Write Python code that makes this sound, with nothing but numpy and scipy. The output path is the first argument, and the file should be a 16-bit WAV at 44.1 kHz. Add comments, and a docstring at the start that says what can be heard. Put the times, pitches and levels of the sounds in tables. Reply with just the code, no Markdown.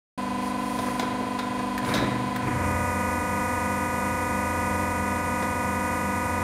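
"""A hydraulic three-roll bending machine in a workshop. A mains motor hums and spins a ten-tooth gear
pump at idle. Metal parts click, the bar scrapes and the frame booms; a control switch snaps, the bar
clanks into its seat, the switch snaps again. Then the valve opens and the pump takes load: it slows
a little, its whine turns bright and hard, and the roller drive drones as the bar is fed through.
A faint dry tick sounds late in the run."""
import sys
import numpy as np
from scipy import signal
from scipy.fft import rfft, irfft
from scipy.io import wavfile

SR = 44100
rng = np.random.default_rng(int(sys.argv[2]) if len(sys.argv) > 2 else 0)


def store_pcm(level_fs):
    """Save levels as 16-bit WAV."""
    pcm = np.round(np.clip(level_fs, -1, 1) * 32767).astype(np.int16)
    wavfile.write(sys.argv[1], SR, np.atleast_2d(pcm).T)


N = 283563
TIME_S = np.arange(N) / SR

TEETH, MAINS_HZ = 10, 50
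IDLE_SHAFT_HZ, LOADED_SHAFT_HZ = 24.922, 24.632
LOAD_S = 2.41  # valve opens, rollers take the bar

# Strong pump tones. Each row: multiple of shaft speed, idle level in dB, loaded level in dB.
PUMP_TONES = [(8, -52, -45), (10, -34.3, -38.1), (11, -49.5, -60.3), (19, -50.4, -52.8), (20, -43.7, -43.1),
              (21, -57.7, -38.9), (22, -50.4, -53.9), (28, -51.4, -46.2), (29, -44.3, -52.1),
              (30, -43.8, -41.4), (35, -50.5, -50.3), (36, -49.7, -57.3), (38, -49.2, -54.4),
              (39, -52.0, -35.0), (40, -36.3, -39.2), (41, -38.5, -41.1), (42, -53.1, -45.7),
              (43, -57.4, -47.4), (49, -56.2, -49.6), (50, -58.6, -36.7), (60, -51.2, -39.9),
              (70, -60.0, -46.4), (78, -64.4, -49.4), (79, -65.5, -54.2), (80, -51.1, -42.6),
              (82, -61.9, -45.2), (90, -59.3, -49.5), (99, -59.2, -59.4), (100, -52.9, -44.5),
              (130, -54.9, -68.6), (360, -60.6, -55.8), (361, -58.6, -64.5), (370, -65.9, -49)]
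# Other tooth-rate multiples. Each row: frequency in Hz, idle level in dB, loaded level in dB.
TOOTH_SPECTRUM = [(2700, -61.5, -63), (3700, -68, -67.5), (4600, -62.5, -68), (5300, -68, -59),
                  (6400, -68, -63), (7000, -65, -60), (8200, -74, -63.5), (9300, -68, -61),
                  (10300, -76, -65), (11000, -79, -60.5), (13000, -85, -66.5), (15500, -93, -77)]
# Weak shaft multiples from unequal teeth. Each row: frequency in Hz, idle and loaded levels in dB.
SHAFT_SPECTRUM = [(60, -59, -71), (130, -69, -56), (394, -58.5, -59), (750, -78, -59), (1300, -63.5, -62.5),
                  (2030, -89, -60.5), (2700, -67.5, -69), (3120, -80, -77.5), (5150, -90, -85),
                  (6870, -85, -68.5), (9700, -80, -76), (10200, -87, -80), (11100, -79.5, -76),
                  (15500, -96, -99)]
# Roller drive tones. Each row: frequency in Hz, relative level in dB.
ROLLER_TONES = [(88.2, -1), (588.6, -9.5)]
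# Light metal contacts; the last row, apart, is a faint dry tick late in the run.
# Each row: start in seconds, clatter gain in dB, knock gain in dB.
SHORT_CLICKS = [(.788, -2, 2), (.883, -6.5, -2.5), (.995, 5.5, -0.5), (1.028, -4, -5), (1.203, -20, 1),
                (1.389, 2, -15), (1.59, -7, -17), (1.847, -2.5, -20), (1.889, -0.5, -14), (2.026, -10, 0),
                (2.043, -8, -1), (2.346, -10, -16), (5.424, -5, -24)]
METAL_CONTACTS, LATE_TICK = SHORT_CLICKS[:-1], SHORT_CLICKS[-1:]
# Clatter of a click. Each row: frequency in Hz, relative density in dB per Hz.
CLATTER_SPECTRUM = [(60, -80), (300, -66), (600, -62), (1000, -66), (1600, -60), (2900, -73), (3780, -64),
                    (4400, -72), (5200, -72), (9000, -81), (15500, -87)]
# Frame knock under a contact. Each row: frequency in Hz, relative density in dB per Hz.
KNOCK_SPECTRUM = [(50, -85), (130, -68), (230, -49.5), (380, -56.5), (650, -57), (1100, -76), (4000, -105)]
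# Bar modes. Each row: frequency in Hz, relative level in dB, T60 in seconds.
BAR_MODES = [(301, -38, .5), (345, -38, .45), (592, -42, .5), (1997, -37, .4), (2740, -45, .5),
             (3690, -41, .6), (3747, -41, .7), (3850, -39, .7), (3990, -42, .6), (4748, -44, .4),
             (5150, -40, .4), (5950, -46, .35)]
# Control switch snaps. Each row: start in seconds, gain in dB.
SWITCH_SNAPS = [(1.779, -1.5), (2.361, -1.5)]
# One snap. Each row: frequency in Hz, relative density in dB per Hz.
SNAP_SPECTRUM = [(300, -73), (1200, -64), (1750, -54), (2400, -73), (4000, -72), (5000, -74), (7000, -79),
                 (10000, -76.5), (13500, -76), (15500, -81)]
# Bar shifts. Each row: start in seconds, length in seconds, scrape gain in dB, boom gain in dB.
BAR_SHIFTS = [(.75, 0.26, -12, -54), (1.812, 0.22, -2, -33.5), (2.39, 0.19, -6, -34)]
# Bar scraping. Each row: frequency in Hz, relative density in dB per Hz.
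SCRAPE_SPECTRUM = [(25, -84), (60, -56), (130, -63), (300, -55), (600, -71.5), (1200, -66.5), (2200, -67.5),
                   (3200, -83), (5000, -89), (9000, -92), (15000, -106)]
# Soft hisses. Each row: start in seconds, length in seconds, peak gain in dB.
HISS_SWELLS = [(.39, 0.15, -2), (0.53, 0.58, 1), (1.83, 0.13, 3.5)]
# One hiss. Each row: frequency in Hz, relative density in dB per Hz.
HISS_SPECTRUM = [(500, -105), (2500, -122), (4300, -87), (6000, -87), (8000, -91), (9500, -81.5),
                 (12000, -91), (15500, -96)]
# Magnetic hum. Each row: multiple of the mains, idle level in dB, loaded level in dB.
HUM_TONES = [(2, -55.5, -52), (4, -37.5, -38), (6, -41, -41.5)]
# Fan and oil flow. Each row: frequency in Hz, idle and loaded densities in dB per Hz.
FLOW_SPECTRUM = [(25, -90, -86), (55, -64, -66), (160, -78, -62), (294, -75, -64), (420, -71, -71),
                 (647, -67.5, -71), (840, -73, -72.5), (1600, -75, -76), (2330, -78.5, -78.5),
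                 (3060, -84, -87), (4200, -82.5, -89.5), (5300, -90, -92), (9300, -97, -92),
                 (15500, -107, -105)]


def gear_pump(pressure, scatter_db=2.0, size=32768):
    """One pressure ripple per shaft turn; load sharpens the blows of the meshing teeth."""
    speed_hz = shaft_hz()
    play_s = 5e-6 + 4.5e-6 * pressure  # gear play smears the highest tones
    turns = np.cumsum(speed_hz) / SR + speed_hz * play_s * wander(21)
    order = np.arange(1, 640)
    hz = order * speed_hz.mean()
    # The frame delays each tone more than the last, softening the throb.
    dispersion_rad = 1.3 + .22 * rng.standard_normal(len(order))
    phasors = np.exp(1j * np.cumsum(np.cumsum(dispersion_rad)))
    strong = np.array(PUMP_TONES)
    whine = np.zeros(N)
    for column, share in enumerate([1 - pressure, pressure], 1):
        tooth_db, shaft_db = db_at(TOOTH_SPECTRUM, hz, column), db_at(SHAFT_SPECTRUM, hz, column)
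        level_db = np.where(order % TEETH == 0, tooth_db, shaft_db)
        level_db += scatter_db * rng.uniform(-1.7, 1, len(order))  # the room favours some tones
        level_db[np.rint(strong[:, 0]).astype(int) - 1] = strong[:, column]
        ripple = irfft(np.r_[0, amp(level_db) * phasors], size) * size / np.sqrt(2)
        whine += share * np.interp(turns, np.arange(size) / size, ripple, period=1)
    return whine * (1 + .04 * wander(8))


def shaft_hz(slip_s=.08):
    """The motor slips a little as it takes load."""
    return IDLE_SHAFT_HZ + (LOADED_SHAFT_HZ - IDLE_SHAFT_HZ) * ramp(LOAD_S, slip_s)


def wall_shimmer(whine, paths=24):
    """Treble also arrives off nearby walls, so each high tone flickers as the gears waver."""
    treble = signal.sosfiltfilt(signal.butter(4, 4500, "high", fs=SR, output="sos"), whine)
    delays = rng.integers(SR // 300, SR // 25, paths)
    echoes = sum(rng.choice([-1, 1]) * np.roll(treble, delay) for delay in delays) / np.sqrt(paths)
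    return whine - treble + .85 * treble + .55 * echoes


def roller_drive(running_db=-36, run_up_s=.28, swell_period_s=2.03, waver=.077):
    """Starts with a surge, then drones over a low rumble as its load swells and eases."""
    drone = sum(amp(db) * np.sqrt(2) * np.sin(2 * np.pi * hz * TIME_S + waver * wander(4.2))
                for hz, db in ROLLER_TONES)
    drone *= 1 + waver * wander(6.4)
    rumble = amp(-12) * wander(16, centre_hz=68.6)
    surge_db = 3.5 * (1 - ramp(LOAD_S + run_up_s, length_s=.55))
    swell_db = 2 * np.cos(2 * np.pi * (TIME_S - LOAD_S - run_up_s) / swell_period_s)
    effort = ramp(LOAD_S, run_up_s) * amp(running_db + surge_db + swell_db)
    return effort * (drone + rumble)


def bar_clank(start_s=1.938):
    """The bar drops into its seat, knocks the frame and rings."""
    clank = np.zeros(N)
    add(clank, start_s, burst(2, knock_db=.5, ring_db=-6.5, tilt_db_oct=.6, clatter_s=.034, knock_s=.054))
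    return clank


def clicks(rows):
    """Short clicks, brighter when louder."""
    track = np.zeros(N)
    for start_s, db, knock_db in rows:
        click = burst(db, knock_db, ring_db=-33, tilt_db_oct=-2.3 + .26 * db,
                      clatter_s=.0085, knock_s=.012)
        add(track, start_s, click)
    return track


def burst(db, knock_db, ring_db, tilt_db_oct, clatter_s, knock_s, rise_s=.00079):
    """Short clatter over a dull knock, with a ringing tail."""
    t = np.arange(SR) / SR
    clatter = noise(CLATTER_SPECTRUM, tilt_db_oct=tilt_db_oct, size=SR) * np.exp(-t / clatter_s)
    ring = sum(amp(mode_db - 60 * t / t60_s) * np.sin(2 * np.pi * (hz * t + rng.random()))
               for hz, mode_db, t60_s in BAR_MODES)
    knock = amp(knock_db) * noise(KNOCK_SPECTRUM, size=SR) * np.exp(-t / knock_s)
    return (amp(db) * (clatter + amp(ring_db) * ring) + knock) * (1 - np.exp(-t / rise_s))


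def control_switch(decay_s=.0075):
    """Small, bright snaps."""
    t, snaps = np.arange(SR) / SR, np.zeros(N)
    for start_s, db in SWITCH_SNAPS:
        add(snaps, start_s, amp(db) * noise(SNAP_SPECTRUM, size=SR) * np.exp(-t / decay_s))
    return snaps


def low_tone_and_boom(pressure, tone_hz=124, pump_tone_db=-46.5):
    """Faint low pump tone at idle; a low boom swells as the bar shifts."""
    boom = sum(amp(db) * strain(start_s, length_s) for start_s, length_s, _, db in BAR_SHIFTS)
    tone = np.sin(2 * np.pi * tone_hz * TIME_S + .5 * wander(7.3))
    roughness = amp(-4) * wander(19, centre_hz=tone_hz)
    return (amp(pump_tone_db) * (1 - pressure) + boom) * (tone + roughness)


def bar_scrape(grain_db=2.0):
    """The bar rubs in fits as the rollers grip it."""
    rubbing = sum(amp(db) * strain(start_s, length_s) for start_s, length_s, db, _ in BAR_SHIFTS)
    return noise(SCRAPE_SPECTRUM) * rubbing * amp(grain_db * wander(45))


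def strain(start_s, length_s, attack_s=.07, release_s=.24):
    """One shift of the bar: builds, holds, relaxes."""
    return ramp(start_s, attack_s) * np.exp(-np.maximum(TIME_S - start_s - length_s, 0) / release_s)


def hisses():
    """Soft hisses swell and fade."""
    swell = np.zeros(N)
    for start_s, length_s, db in HISS_SWELLS:
        add(swell, start_s, amp(db) * np.sin(np.linspace(0, np.pi, round(length_s * SR))))
    return swell * noise(HISS_SPECTRUM)


def motor_hum(pressure, waver=.076):
    """The motor's iron hums at even multiples of the mains."""
    hum = np.zeros(N)
    for multiple, idle_db, loaded_db in HUM_TONES:
        level = amp(idle_db + (loaded_db - idle_db) * pressure) * (1 + waver * wander(1.8))
        cycles = round(multiple) * MAINS_HZ * TIME_S + rng.random()
        hum += level * np.sqrt(2) * np.sin(2 * np.pi * cycles)
    return hum


def fan_and_oil(valve, pulse_depth=.54):
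    """Fan and oil rush; under load the oil spurts once per tooth."""
    spurts = 1 + pulse_depth * np.cos(2 * np.pi * TEETH * np.cumsum(shaft_hz()) / SR)
    idle, loaded = noise(FLOW_SPECTRUM, column=1), noise(FLOW_SPECTRUM, column=2) * spurts
    return np.sqrt(1 - valve) * idle + np.sqrt(valve) * loaded


def workshop_echo(sound, low_t60_s=.73, high_t60_s=.2, taps_per_s=2500):
    """Sparse reflections off hard walls; treble dies first."""
    t = np.arange(SR) / SR
    taps = rng.standard_normal(SR) * (rng.random(SR) < taps_per_s / SR) * (t > .008)
    low = signal.sosfilt(signal.butter(2, 4000, fs=SR, output="sos"), taps)
    high = signal.sosfilt(signal.butter(2, 4000, "high", fs=SR, output="sos"), taps)
    tail = low * amp(-60 * t / low_t60_s) - .48 * high * amp(-60 * t / high_t60_s)
    return signal.fftconvolve(sound, tail / np.linalg.norm(tail))[:N]


def amp(db):
    """Decibels to gain."""
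    return 10 ** (np.asarray(db) / 20)


def db_at(spectrum, hz, column):
    """One spectrum column, interpolated over log frequency."""
    rows = np.asarray(spectrum, float)
    return np.interp(np.log(hz + 1), np.log(rows[:, 0] + 1), rows[:, column])


def add(mix, start_s, sound):
    """Mixes a sound in, in place."""
    part = mix[round(start_s * SR):][:len(sound)]
    part += sound[:len(part)]


def ramp(start_s, length_s):
    """Climbs from 0 to 1 and holds."""
    return np.clip((TIME_S - start_s) / length_s, 0, 1)


def noise(spectrum, column=1, tilt_db_oct=0, size=N):
    """Noise shaped to a spectrum, tilted about 3 kHz."""
    hz = np.fft.rfftfreq(size, 1 / SR)
    level_db = db_at(spectrum, hz, column) + tilt_db_oct * np.log2(np.maximum(hz, 300) / 3000)
    return irfft(rfft(rng.standard_normal(size)) * amp(level_db) * np.sqrt(SR / 2), size)


def wander(width_hz, centre_hz=0):
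    """Narrow noise of rms 1: a drift, or a resonance if centred above zero."""
    hz = np.fft.rfftfreq(N, 1 / SR)
    band = irfft(rfft(rng.standard_normal(N)) / (1 + ((hz - centre_hz) / width_hz) ** 2), N)
    return band / band.std()


def scene():
    """The running machine, with clicks and snaps echoing round it."""
    pressure, valve = ramp(LOAD_S, .3), ramp(LOAD_S, .07)  # oil rushes before the pressure is up
    machine = wall_shimmer(gear_pump(pressure)) + fan_and_oil(valve) + motor_hum(pressure)
    machine += roller_drive() + low_tone_and_boom(pressure) + bar_scrape() + hisses()
    transients = clicks(METAL_CONTACTS) + clicks(LATE_TICK) + bar_clank()
    snaps = control_switch()
    echo = workshop_echo(transients + .8 * snaps)
    return (machine + amp(1.5) * (transients + snaps) + amp(-7) * echo)[None]


def record(dry, low_cut_hz=30, cut_in_s=.1765, high_cut_hz=15700):
    """Drops the deepest bass, cuts the sound in, limits the top."""
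    thinned = signal.sosfilt(signal.butter(4, low_cut_hz, "high", fs=SR, output="sos"), dry)
    low_pass = signal.firwin(511, high_cut_hz, window=("kaiser", 9), fs=SR)
    return signal.oaconvolve(thinned * ramp(cut_in_s, .001), low_pass[None], "same")


dry = scene()
out = record(dry)
store_pcm(out)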